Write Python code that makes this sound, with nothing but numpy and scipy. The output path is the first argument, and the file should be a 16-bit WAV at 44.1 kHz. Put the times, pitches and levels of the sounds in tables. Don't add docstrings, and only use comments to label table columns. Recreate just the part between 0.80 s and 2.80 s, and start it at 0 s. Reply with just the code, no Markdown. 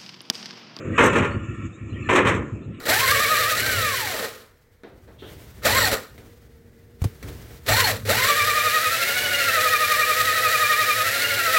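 import sys
import numpy as np
from scipy import signal
from scipy.io import wavfile

SR = 44100
rng = np.random.default_rng(int(sys.argv[2]) if len(sys.argv) > 2 else 0)


def to_wav(s):
    ch = np.atleast_2d(s).T
    pcm = np.round(np.clip(ch, -1, 1) * 32767)
    wavfile.write(sys.argv[1], SR, pcm.astype(np.int16))


N = 88200
TIME = np.arange(N) / SR

# f/Hz, level/dB
RUMBLE_SPECTRUM = [(25, -33), (45, -38), (65, -15), (100, -12), (160, -6), (330, -10.5), (450, -26),
                   (750, -32.5), (1300, -30), (2000, -31.5), (2500, -24.5), (3500, -40.5), (4900, -47),
                   (6000, -65.5), (7200, -31), (8300, -49), (10000, -61), (15000, -60)]
# t/s, level/dB
DRONE_ENVELOPE = [(0, -6.5), (.11, 3), (.3, 4.5), (.56, 1), (.72, -7.5), (.85, -5.5), (.9, -16), (.96, -15),
                  (1.04, -9), (1.09, -11.5), (1.13, -3), (1.26, -5.5), (1.6, 2), (1.72, -5.5), (1.85, -4),
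                  (2, -14)]
# f/Hz, level/dB
DRONE_SPECTRUM = [(50, -19), (110, -1), (230, -2), (340, -3),
                  (430, -12), (540, -16.5), (750, -33), (1500, -66)]
# t/s, level/dB
SHIVER_ENVELOPE = [(0, -2.5), (.11, -5.5), (.16, 11), (.3, 15.5), (.55, 3.5), (.62, -2), (.7, 2.5),
                   (.85, -2.5), (.93, -13.5), (1.09, -7), (1.16, -2.5), (1.27, 3), (1.6, -10),
                   (1.75, -15.5), (2, -9)]
# f/Hz, bandwidth/Hz, level/dB
GRATING_MODES = [(1076, 60, -4.5), (1207, 97, -1), (1335, 95, 3.5), (1766, 130, -2), (1893, 69, -0.5),
                 (2350, 270, 2.5), (2617, 98, -0.5), (2824, 220, -3), (3450, 200, -14), (5740, 280, -26.5),
                 (6740, 200, -17), (7230, 260, -12.5), (8030, 220, -18)]
# t/s, level/dB
FLAP_KNOCKS = [(0.0, -28), (0.046, -25), (0.097, -29), (0.126, -30.5), (1.118, -47)]
# f/Hz, level/dB
KNOCK_SPECTRUM = [(100, -19), (250, -6.5), (550, 5), (750, -28), (1200, -9), (2500, -21), (5000, -52)]
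# t/s, level/dB, extra bass/dB, extra treble/dB
FLAP_BLOWS = [(0.179, -14.5, 0, -3.5), (0.187, -12.5, 1, -20), (0.203, -13.5, 7.5, -5), (0.222, -22, 2, 9),
              (0.236, -20.5, 12, 13), (0.261, -24.5, 6, 10.5), (0.328, -26.5, 17, 6.5),
              (0.355, -18.5, 3, 2), (0.378, -23, 12, 3), (0.397, -26.5, 15.5, -23), (0.424, -25, -6, -4),
              (0.446, -28, -14, 1), (1.289, -17, 0, -6), (1.299, -18.5, 7, 0), (1.328, -22.5, 15, 8),
              (1.352, -18, 7, 8.5), (1.359, -16, 4.5, 1), (1.377, -15.5, 5, -7), (1.392, -29, 9, -17),
              (1.449, -24.5, 0, 1), (1.458, -20, -7, -0.5), (1.469, -16.5, 3, 3.5), (1.481, -21, 2, 7),
              (1.510, -35.5, 25, -22), (1.539, -30, -5, 2)]
# f/Hz, time constant/s
BLOW_RISE = [(200, 0.0017), (1000, 0.0021), (2800, 0.0012), (7000, 0.0021), (12000, 0.0027)]
# f/Hz, level/dB
CRASH_SPECTRUM = [(200, -8), (1200, 6.5), (3000, 4.5), (7000, 9), (12000, 1.5)]
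# f/Hz, T60/s
CRASH_DECAY = [(200, 0.3), (2500, 0.17), (7000, 0.15), (12000, .1)]
# f/Hz, level/dB
PLATE_SPECTRUM = [(60, -46), (130, -7.5), (260, -1.5), (480, 4), (720, -8.5), (1100, 2), (1500, -3.5),
                  (1850, 0.5), (2500, -4), (2900, -7.5), (3400, -12.5), (4200, -20), (4900, -26.5),
                  (6200, -25), (8200, -27), (10000, -20.5), (15000, -24.5)]
# f/Hz, T60/s
PLATE_DECAY = [(100, 0.33), (450, 0.47), (1200, 0.52), (2600, 0.35), (4500, 0.23), (7500, 0.3),
               (11000, 0.061)]
# t/s, level/dB
TYRE_DROPS = [(0.046, -23.5), (0.099, -19.5), (0.187, -21.5), (0.246, -22), (0.302, -25), (0.347, -22),
              (0.398, -14.5), (0.418, -21.5), (0.475, -22.5), (0.541, -16.5), (0.608, -24), (0.679, -21),
              (0.772, -25), (0.830, -21.5), (0.883, -32.5), (1.007, -25), (1.044, -31), (1.119, -20),
              (1.200, -22.5), (1.270, -20.5), (1.309, -37), (1.37, -21.5), (1.427, -22), (1.472, -18),
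              (1.528, -20), (1.570, -18.5), (1.641, -40), (1.717, -20), (1.856, -24), (1.92, -33.5)]
# f/Hz, level/dB, T60/s
TYRE_MODES = [(70.2, -13.5, 0.3), (105.5, 4, 0.11), (126, -4.5, 0.12), (165.6, -18.5, 0.17),
              (209.2, -11.5, 0.13), (246, -9, 0.12), (337.6, -17, 0.27)]
# t/s, Gaussian width/s, f/Hz, level/dB
RUBBER_SLIPS = [(0.145, 0.0089, 1950, -31), (0.158, 0.01, 1600, -35.5), (1.170, 0.0077, 1900, -38),
                (1.229, 0.0041, 2590, -35.5), (1.267, 0.011, 1780, -36)]
# f/Hz, level under front wheel/dB, level under rear wheel/dB, T60/s
FLAP_MODES = [(249.8, -14, -29.5, 0.37), (281.4, -22, -16, 0.63), (373.4, -13.5, -9, 0.38),
              (453, -10, -9, 0.42), (492, -9.5, -21, 0.3), (529.6, -27.5, -15, 0.49),
              (571.5, -11, -18, 0.64), (864, -14, -33, 0.18), (921, -12.5, -14, 0.32),
              (1080, -14.5, -22, .45), (1238, -7.5, -16, .45), (1391, -13.5, -21.5, 0.68),
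              (1404, -13.5, -24, 0.73), (1634, -23, -17, 0.26), (1782, -9.5, -16, 0.23),
              (1798, -11.5, -9, 0.5), (1903, -14, -38, 0.27), (2270, -26, -19, 0.22),
              (2441, -9.5, -7, 0.24)]
# t/s, Gaussian width/s, level/dB
GRIND_BURSTS = [(0.198, 0.0067, -33.5), (0.23, 0.013, -38.5), (0.26, 0.0042, -25), (0.377, .005, -34),
                (1.311, 0.01, -40), (1.361, .006, -31), (1.463, 0.0044, -47), (1.488, 0.0028, -42),
                (1.552, 0.018, -47)]
# f/Hz, level/dB
EDGE_MODES = [(3300, -3), (3900, -13), (5700, -9), (6300, -0.5), (7300, 1.5), (7900, 0), (8400, -3.5),
              (9800, 2), (11000, 1.5), (11900, 2), (13200, 0), (15000, 0.5)]
# t/s, f/Hz, level/dB
HIGH_TINKLES = [(0.510, 4310, -42.5), (0.930, 3710, -53), (1.100, 3850, -53.5), (1.130, 2966, -43.5),
                (1.235, 4000, -52), (1.820, 3860, -57), (1.945, 3640, -57.5)]


def from_db(db):
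    return 10 ** (np.asarray(db) / 20)


def at_hz(points, hz):
    f, value = np.transpose(points)
    return np.interp(np.log(hz), np.log(f), value)


def in_time(points):
    return np.interp(TIME, *np.transpose(points))


def flutter(rate):
    return np.interp(TIME * rate, np.arange(2000), rng.standard_normal(2000))


def pulse(centre, width):
    return np.exp(-.5 * ((TIME - centre) / width) ** 2)


def noise_bands():
    edges = 25 * 2 ** (np.arange(39) / 4)
    white = rng.standard_normal((2, N + SR // 2)) * np.sqrt(SR / 2)
    for k, (low, high) in enumerate(zip(edges, edges[1:])):
        sos = signal.butter(3, [low, high], "band", fs=SR, output="sos")
        yield np.sqrt(low * high), signal.sosfilt(sos, white[k % 2])[-N:]


def narrow_noise(hz, width):
    sos = signal.butter(2, [hz - width / 2, hz + width / 2], "band", fs=SR, output="sos")
    x = signal.sosfilt(sos, rng.standard_normal(N + SR // 4))[-N:]
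    return x / x.std()


def impulses(times, gains):
    out = np.zeros(N)
    np.add.at(out, np.clip((times * SR).astype(int), 0, N - 1), gains)
    return out + 1e-18


def ring(x, hz, t60):
    r, w = from_db(-60 / (t60 * SR)), 2 * np.pi * hz / SR
    return signal.lfilter([0, np.sin(w)], [1, -2 * r * np.cos(w), r * r], x)


def die_away(energy, t60):
    return signal.lfilter([1], [1, -from_db(-120 / (t60 * SR))], energy)


def bass_share(hz, corner_hz=563):
    return 1 / (1 + (hz / corner_hz) ** 4)


def engines(gain_db=-64, waver_db=6):
    return sum(noise * from_db(gain_db + at_hz(RUMBLE_SPECTRUM, hz) + waver_db * flutter(rate=21))
               for hz, noise in noise_bands())


def deck_drone(gain_db=-54, waver_db=2.7):
    envelope = from_db(gain_db + in_time(DRONE_ENVELOPE) + waver_db * flutter(rate=45))
    return envelope * sum(noise * from_db(at_hz(DRONE_SPECTRUM, hz)) for hz, noise in noise_bands())


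def grating_shiver(gain_db=-53, flicker_db=3, waver_db=1.8):
    modes = sum(narrow_noise(hz, width) * from_db(db + flicker_db * flutter(rate=21))
                for hz, width, db in GRATING_MODES)
    return modes * from_db(gain_db + in_time(SHIVER_ENVELOPE) + waver_db * flutter(rate=77))


def flap_clatter(plate_db=-37.5, rattle_db=1, knock_gain_db=-35, knock_t60=0.44, treble_hz=4300):
    knock_times, knock_db = np.transpose(FLAP_KNOCKS)
    knock_input = impulses(knock_times, from_db(knock_db + knock_gain_db - plate_db) ** 2)
    knock_energy = die_away(knock_input, knock_t60)
    times, db, bass_db, treble_db = np.transpose(FLAP_BLOWS)
    rattle = flutter(rate=260)
    out = 0
    for hz, noise in noise_bands():
        treble_share = 1 / (1 + (treble_hz / hz) ** 3)
        level = db + bass_share(hz) * bass_db + treble_share * treble_db + at_hz(PLATE_SPECTRUM, hz)
        blow_energy = impulses(times, from_db(level) ** 2)
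        knocks = from_db(at_hz(KNOCK_SPECTRUM, hz)) ** 2 * knock_energy
        crash = from_db(at_hz(CRASH_SPECTRUM, hz)) ** 2 * die_away(blow_energy, at_hz(CRASH_DECAY, hz))
        long_ring = die_away(blow_energy, at_hz(PLATE_DECAY, hz))
        amplitude = np.sqrt(knocks + crash + long_ring)
        lag = np.exp(-1 / (at_hz(BLOW_RISE, hz) * SR))
        out += noise * signal.lfilter([1 - lag], [1, -lag], amplitude)
    return out * from_db(plate_db + rattle_db * rattle)


def tyre_thumps(gain_db=7.5, rise_s=.014, spread_db=1, pitch_spread=.025):
    out = np.zeros(N)
    for start, db in TYRE_DROPS:
        age = np.maximum(TIME - start, 0)
        rise = 1 - np.exp(-(age / rise_s) ** 2)
        for hz, mode_db, t60 in TYRE_MODES:
            detune, strength = rng.standard_normal(2)
            decay = from_db(-60 * age / t60)
            tone = np.sin(2 * np.pi * hz * (1 + pitch_spread * detune) * age)
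            out += from_db(db + mode_db + spread_db * strength) * rise * decay * tone
    return from_db(gain_db) * out


def rubber_squeaks(pitch_waver=.028):
    out = 0
    for centre, width, hz, db in RUBBER_SLIPS:
        pitch = hz * (1 + pitch_waver * flutter(rate=400))
        phase = 2 * np.pi * np.cumsum(pitch) / SR
        out += from_db(db) * pulse(centre, width) * np.sin(phase)
    return out


def flap_ring(gain_db=-2, rear_wheel_from_s=1.0):
    times, db, bass_db, _ = np.transpose(FLAP_BLOWS)
    out = 0
    for hz, front_db, rear_db, t60 in FLAP_MODES:
        polarity = np.sign(rng.standard_normal((len(times), 2))[:, 0])
        wheel_db = np.where(times < rear_wheel_from_s, front_db, rear_db)
        level = db + wheel_db + bass_share(hz) * bass_db
        out += ring(impulses(times, polarity * from_db(level)), hz, t60)
    return from_db(gain_db) * out


def grit_grinding(gain_db=-11, contacts_per_s=9000, spread_db=3, t60_cycles=450):
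    pressure = sum(from_db(db) * pulse(centre, width) for centre, width, db in GRIND_BURSTS)
    out = 0
    for hz, db in EDGE_MODES:
        contacts = rng.random(N) < contacts_per_s / len(EDGE_MODES) / SR
        strengths = rng.choice([-1, 1], N) * from_db(spread_db * rng.standard_normal(N))
        out += from_db(db) * ring(contacts * strengths * pressure + 1e-18, hz, t60_cycles / hz)
    return from_db(gain_db) * out


def faint_tinkles(t60=0.11, gap_s=0.013, fade_db=2, pitch_spread=.04):
    out = 0
    for start, hz, db in HIGH_TINKLES:
        for ping, detune in enumerate(rng.standard_normal(3)):
            onset = impulses(np.array([start + ping * gap_s]), from_db(db - fade_db * ping))
            out += ring(onset, hz * (1 + pitch_spread * detune), t60)
    return out


def scene():
    flap = flap_clatter() + flap_ring() + grit_grinding()
    rolling = tyre_thumps() + deck_drone() + grating_shiver() + rubber_squeaks()
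    return (flap + rolling + faint_tinkles() + engines())[None]


def record(dry, dip_hz=4680, dip_db=-15, edge_hz=8596, top_db=-17, cutoff_hz=15600):
    rounded = 1.054 * np.tanh(dry / 1.154)
    notched = signal.lfilter(*signal.iirnotch(dip_hz, Q=2.45, fs=SR), rounded)
    dipped = from_db(dip_db) * rounded + (1 - from_db(dip_db)) * notched
    below, above = (signal.sosfilt(signal.cheby1(10, .5, edge_hz, kind, fs=SR, output="sos"), dipped)
                    for kind in ("low", "high"))
    lowpass = signal.ellip(12, .1, 90, cutoff_hz, fs=SR, output="sos")
    return signal.sosfilt(lowpass, below + from_db(top_db) * above)


dry = scene()
out = record(dry)
to_wav(out)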